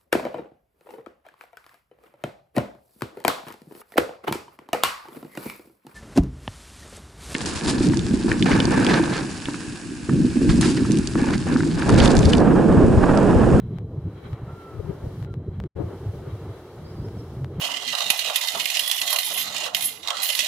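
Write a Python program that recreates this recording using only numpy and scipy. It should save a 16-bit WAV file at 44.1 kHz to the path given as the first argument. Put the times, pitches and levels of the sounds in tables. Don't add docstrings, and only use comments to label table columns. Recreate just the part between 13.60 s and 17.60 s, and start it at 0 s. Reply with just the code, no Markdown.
import sys
import numpy as np
from scipy import signal
from scipy.fft import rfft, irfft, dct
from scipy.io import wavfile
from scipy.ndimage import uniform_filter1d

SR = 44100
rng = np.random.default_rng(int(sys.argv[2]) if len(sys.argv) > 2 else 0)


def wrap_up_sound(samples):
    columns = np.atleast_2d(samples).T
    tamed = np.clip(columns, -1, 1)
    steps = np.round(tamed * 32767).astype(np.int16)
    wavfile.write(sys.argv[1], SR, steps)


N = 176400
TIME_S = np.arange(N) / SR


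def undb(db):
    return 10 ** (np.asarray(db) / 20)


def fader(points):
    return undb(np.interp(TIME_S, *np.array(points).T))


def unit(x):
    return x / np.sqrt(np.mean(x ** 2))


def noise(colour):
    hz, db = np.array(colour).T
    bins = np.fft.rfftfreq(N, 1 / SR)
    eq = undb(np.interp(np.log(bins + 1), np.log(hz), db)) * (bins < hz[-1])
    return unit(irfft(rfft(rng.standard_normal(N)) * eq, N))


def drift(rate_hz):
    hold = max(int(SR / rate_hz), 2)
    steps = np.repeat(rng.standard_normal(N // hold + 1), hold)
    return unit(uniform_filter1d(steps, hold)[:N])


def stereo(mid, side):
    return np.array([mid + side, mid - side])


def pan(left_db):
    gains = undb(np.array([[left_db], [-left_db]]) / 2)
    return gains / gains.mean()


def spells(spans, fade_s=0.03):
    return sum(np.clip(np.minimum(TIME_S - start, end - TIME_S) / fade_s + .5, 0, 1)
               for start, end in spans)


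def turbulence(colour, flutter_db, even_s=0.032, eddies_per_s=30):
    pressure = noise(colour)
    even = pressure / np.sqrt(uniform_filter1d(pressure ** 2, int(even_s * SR)))
    return unit(even * undb(flutter_db * drift(eddies_per_s)))


# time_s, level_db
GUST_FADER = [(0, -35), (.47, -33.5), (.56, -42.5), (.92, -37), (.99, -53.5), (1.1, -42.5), (1.2, -36.5),
              (1.39, -40.5), (1.6, -33), (1.86, -35), (2.2, -32), (2.4, -39), (2.6, -38.5), (2.78, -36),
              (3.0, -43.5), (3.17, -44.5), (3.38, -33), (4, -35)]
# freq_hz, level_db
RUMBLE_EQ = [(20, -17), (35, -13), (60, -3.5), (90, 2), (130, 1), (170, -3.5), (220, -10.5), (290, -18.5),
             (500, -30), (900, -57)]

def rumble():
    return undb(1) * fader(GUST_FADER) * turbulence(RUMBLE_EQ, flutter_db=3)


# time_s, level_db
PORT_FADER = [(0, -46.5), (.13, -38), (.47, -40.5), (.6, -45), (.9, -43.5), (1.13, -43), (1.3, -46),
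              (1.42, -41.5), (1.7, -40.5), (1.96, -46.5), (2.03, -44), (2.4, -41), (3.2, -43), (3.4, -40),
              (4, -40)]
# freq_hz, level_db
PORT_EQ = [(180, -39), (260, -7), (320, -1.5), (390, 1), (450, -4), (520, -10.5), (700, -18), (1200, -30.5),
           (3000, -81)]

def port_flutter():
    return undb(-3) * fader(PORT_FADER) * turbulence(PORT_EQ, flutter_db=2.5)


def wash(levels, colour, trim_db, side_db, flicker_db):
    gain = undb(trim_db + flicker_db * drift(24.94)) * fader(levels)
    return gain * stereo(noise(colour), undb(side_db) * noise(colour))


# time_s, level_db
AIR_FADER = [(0, -57.5), (.18, -56.5), (.24, -63), (.5, -53), (.72, -49.5), (1.3, -46.5), (1.63, -51.5),
             (1.7, -60), (1.95, -58), (2.07, -52.5), (2.18, -45.5), (2.35, -47.5), (3.3, -48.5),
             (3.83, -50), (3.88, -54.5), (4, -48.5)]
# freq_hz, level_db
AIR_EQ = [(150, -34), (400, 5), (650, 0.5), (870, -0.5), (1000, -3.5), (1300, -5), (1650, -11.5),
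          (2200, -17), (3000, -23), (5000, -43.5), (9000, -42)]

def air():
    return wash(AIR_FADER, AIR_EQ, trim_db=-1, side_db=-28, flicker_db=1.28)


# time_s, level_db
HISS_FADER = [(0, -78), (.18, -72), (.21, -81), (.32, -76), (.5, -71.5), (.72, -65.5), (.76, -70.5),
              (1.0, -64.5), (1.3, -64.5), (1.64, -61.5), (1.68, -79), (1.73, -71), (1.78, -83), (1.95, -75),
              (2.07, -75), (2.17, -68.5), (2.27, -63), (3.83, -63), (3.87, -68.5), (4, -68.5)]
# freq_hz, level_db
HISS_EQ = [(900, 5), (2000, 7.5), (3200, 9.5), (5000, 7), (6200, 4.5), (7500, 1), (11000, 2.5), (14000, -1),
           (16000, -2)]

def hiss():
    return wash(HISS_FADER, HISS_EQ, trim_db=-0.5, side_db=0.5, flicker_db=0.58)


# time_s, level_db
LEAF_FADER = [(0, -67.5), (.17, -61.5), (.25, -74.5), (.48, -69), (.65, -58), (.8, -63), (1.6, -64),
              (1.82, -72.5), (2.05, -69.5), (2.3, -66), (3.2, -60.5), (3.8, -75), (4, -59.5)]
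# freq_hz, level_db
LEAF_EQ = [(800, -14.5), (1100, 13.5), (1700, 7.5), (2300, 5.5), (2900, -2.5), (3200, 7.5), (3600, -4),
           (4000, 6.5), (4400, -14.5), (6000, -20.5), (12000, -31)]

def leaves():
    return wash(LEAF_FADER, LEAF_EQ, trim_db=-0.5, side_db=-3, flicker_db=3.0)


# pitch_hz, level_db
WHINE_TONES = [(2353, -81), (3150, -76), (3968, -72.5)]

def whine(waver_hz=11, flutter_db=2.5):
    def tone(hz):
        phase = 2 * np.pi * np.cumsum(hz + waver_hz * drift(40)) / SR
        return undb(flutter_db * drift(15)) * np.sin(phase)
    treble = fader(HISS_FADER)
    duck = (treble / treble.max()) ** .3
    return duck * sum(undb(db) * np.array([tone(hz), tone(hz)]) for hz, db in WHINE_TONES)


# peak_s, level_db, pitch_hz, width_s
THUMPS = [(.049, -28, 135, 0.03), (.14, -29, 165, 0.066), (.383, -22, 134, 0.016), (.465, -24, 100, 0.023),
          (.735, -21, 107, 0.024), (.836, -24, 110, 0.012), (.935, -26, 115, 0.011),
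          (1.196, -22, 129, 0.013), (1.297, -20, 148, 0.011), (1.44, -27, 70, 0.013),
          (1.471, -19.5, 112, 0.0089), (1.585, -25.5, 85, 0.019), (1.619, -20.5, 109, 0.012),
          (1.776, -24.5, 123, 0.033), (1.939, -33, 137, 0.019), (2.045, -30, 129, 0.027),
          (2.214, -29.5, 125, 0.022), (2.469, -19.5, 95, 0.015), (2.494, -20.5, 101, .026),
          (2.68, -25, 110, .014), (2.735, -25, 90, 0.03), (2.898, -27.5, 95, 0.034),
          (3.402, -23, 122, 0.013), (3.485, -24.5, 93, 0.029), (3.789, -26, 118, 0.025),
          (3.83, -24, 135, 0.056), (3.995, -24, 150, 0.017)]
# peak_s, level_db, pitch_hz, width_s
PORT_FLAPS = [(.122, -36.5, 348.3, 0.033), (.475, -34.5, 329.7, .025), (1.204, -27, 397, 0.012),
              (1.302, -29, 377.8, 0.019), (1.475, -37, 390, 0.02), (1.882, -30.5, 389.7, 0.015),
              (2.054, -32.5, 400, 0.034), (2.17, -36, 419, 0.021), (2.205, -35, 617.4, 0.0086),
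              (2.212, -23.5, 310.2, 0.012), (3.385, -30, 329.5, .007), (3.516, -43, 443, 0.014)]

def eddies(hits, wobble=.11):
    pressure = np.zeros(N)
    for at, db, hz, width in hits:
        cycles = np.cumsum(hz * (1 + wobble * drift(hz))) / SR + rng.random()
        bell = np.exp2(-(2 * (TIME_S - at) / width) ** 2)
        pressure += undb(db) * bell * np.sin(2 * np.pi * cycles)
    return pressure


# start_s, level_db, left_minus_right_db
CLICK_CUES = [(0.1856, -29.5, 22), (.7315, -28.5, 15), (1.6269, -30.5, 14), (1.6478, -30.5, 18),
              (1.7407, -29.5, 21), (2.0016, -23, 5), (2.0390, -31, 25.5), (3.486, -33, 12),
              (3.8457, -23, 5.5)]
# pitch_hz, level_db, t60_s
CLICK_MODES = [(840, 5, 0.0041), (1520, 11.5, 0.0014), (3050, -5, 0.0019), (5200, -29, 0.0011),
               (11140, -13, .0005)]

def clicks():
    t = TIME_S[:SR // 20]
    click = sum(undb(db) * np.sin(2 * np.pi * hz * t) * np.exp(-np.log(1000) * t / t60)
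                for hz, db, t60 in CLICK_MODES)
    impulses = np.zeros((2, N))
    for at, db, left_db in CLICK_CUES:
        impulses[:, int(at * SR)] += undb(db) * pan(left_db)[:, 0]
    return signal.fftconvolve(impulses, click[None] / np.abs(click).max(), axes=1)[:, :N]


# start_s, end_s
WIDE_LOW_MIDS = [(.56, 0.71), (.94, 1.56), (2.14, 2.71), (2.94, 3.3)]
# time_s, level_db
LEFT_PORT_FADER = [(.55, -48), (.7, -45), (.8, -52), (.96, -49), (1.04, -66), (1.15, -51), (1.3, -33.5),
                   (1.39, -53), (1.47, -36.5), (1.55, -60), (2.1, -36), (2.19, -26), (2.3, -40.5),
                   (2.38, -61), (2.5, -52), (2.68, -40.5), (2.73, -55), (2.95, -49), (3.04, -71),
                   (3.27, -47), (3.33, -47)]
# freq_hz, level_db
LEFT_PORT_EQ = [(200, -36.5), (290, -4), (390, 4.5), (480, -5), (580, -12.5), (700, -15.5), (1200, -27),
                (3000, -59)]

def left_port_flutter():
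    gain = spells(WIDE_LOW_MIDS) * fader(LEFT_PORT_FADER)
    return np.array([gain * turbulence(LEFT_PORT_EQ, flutter_db=2.5), np.zeros(N)])


def distant(call, lag_s, echo_db, t60_s):
    direct = np.array([call, np.interp(TIME_S - lag_s, TIME_S, call)])
    tail = rng.standard_normal((2, N)) * np.exp(-np.log(1000) * TIME_S / t60_s)
    echo = signal.fftconvolve(call[None], unit(tail) / np.sqrt(N), axes=1)[:, :N]
    return direct + undb(echo_db) * echo


# start_s, length_s, top_pitch_hz, level_db
GULL_CUES = [(.59, .11, 2300, -61), (.868, .345, 1378, -46), (1.21, .14, 1270, -56),
             (1.668, .085, 1402, -54)]
# length_fraction, pitch_ratio, level_db
CRY_SHAPE = [(0, .945, -7), (.085, .977, 3), (.19, .998, -11), (.37, .997, -1), (.5, .975, -2),
             (.65, .964, 2), (.8, .944, -7), (1, .87, -7)]

def gull(rasp=.007, flutter_db=1.2, octave_db=-22):
    fraction, ratio, shape_db = np.array(CRY_SHAPE).T
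    cries = np.zeros(N)
    for at, length, hz, db in GULL_CUES:
        progress = (TIME_S - at) / length
        pitch = hz * np.interp(progress, fraction, ratio) * (1 + rasp * drift(180))
        phase = 2 * np.pi * np.cumsum(pitch) / SR
        gain = undb(db + np.interp(progress, fraction, shape_db) + flutter_db * drift(90))
        gate = np.clip(20 * np.minimum(progress, 1 - progress), 0, 1)
        cries += gain * gate * (np.sin(phase) + undb(octave_db) * np.sin(2 * phase))
    return distant(cries, lag_s=.00011, echo_db=-9, t60_s=0.48)


# peak_s, pitch_hz, level_db, width_s
BIRD_NOTES = [(3.115, 4400, -63, .025), (3.26, 4780, -54, 0.024), (3.305, 5080, -57, .035),
              (3.385, 4770, -60, .06), (3.45, 5200, -54, .028), (3.6, 5250, -54, .03)]

def twitter(warble=.026, warbles_per_s=190):
    song = np.zeros(N)
    for at, hz, db, width in BIRD_NOTES:
        phase = 2 * np.pi * np.cumsum(hz * (1 + warble * drift(warbles_per_s))) / SR
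        bell = np.exp2(-(2 * (TIME_S - at) / width) ** 2)
        song += undb(db) * bell * np.sin(phase)
    return distant(song, lag_s=.00009, echo_db=-6, t60_s=0.53)


# start_s, end_s
WIDE_BASS_SPELLS = [(1.11, 1.325), (2.14, 2.225)]

def centre_lows(mix, bass_edge_hz=276, lows_edge_hz=985):
    hz = np.linspace(0, SR / 2, N)
    side = (mix[0] - mix[1]) / 2

    def below(edge_hz):
        lowpass = np.clip(.5 + 10 * (1 - hz / edge_hz), 0, 1)
        return dct(dct(side, norm="ortho") * lowpass, type=3, norm="ortho")
    bass, lows = below(bass_edge_hz), below(lows_edge_hz)
    opened = (lows - bass) * spells(WIDE_LOW_MIDS) + bass * spells(WIDE_BASS_SPELLS)
    return stereo(mix.mean(axis=0), side - lows + opened)


def scene():
    gusts = rumble()
    flutter = port_flutter() + left_port_flutter()
    lean = 1 + (pan(left_db=6.5) - 1) * spells(WIDE_BASS_SPELLS)
    wind = lean * (gusts + eddies(THUMPS)) + flutter + pan(left_db=19) * eddies(PORT_FLAPS)
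    bed = air() + pan(left_db=1) * (hiss() + leaves())
    return wind + bed + gull() + twitter() + whine() + clicks()


# centre_hz, width_hz
CAMERA_NOTCHES = [(2500, 120), (7500, 48)]

def record(dry, low_cut_hz=34.3, top_hz=15750, break_s=2.078, resume_s=2.151):
    low_cut = signal.butter(2, low_cut_hz, "high", fs=SR, output="sos")
    mix = signal.sosfilt(low_cut, centre_lows(dry))
    for hz, width in CAMERA_NOTCHES:
        mix = signal.lfilter(*signal.iirnotch(hz, hz / width, fs=SR), mix)
    fade_out = np.clip((break_s - TIME_S) / .017, 0, 1)
    fade_in = np.clip((TIME_S - resume_s) / .018, 0, 1)
    gate = np.maximum(fade_out + fade_in, undb(-59))
    high_cut = signal.ellip(10, .1, 80, top_hz, fs=SR, output="sos")
    return signal.sosfilt(high_cut, mix * gate)


dry = scene()
out = record(dry)
wrap_up_sound(out)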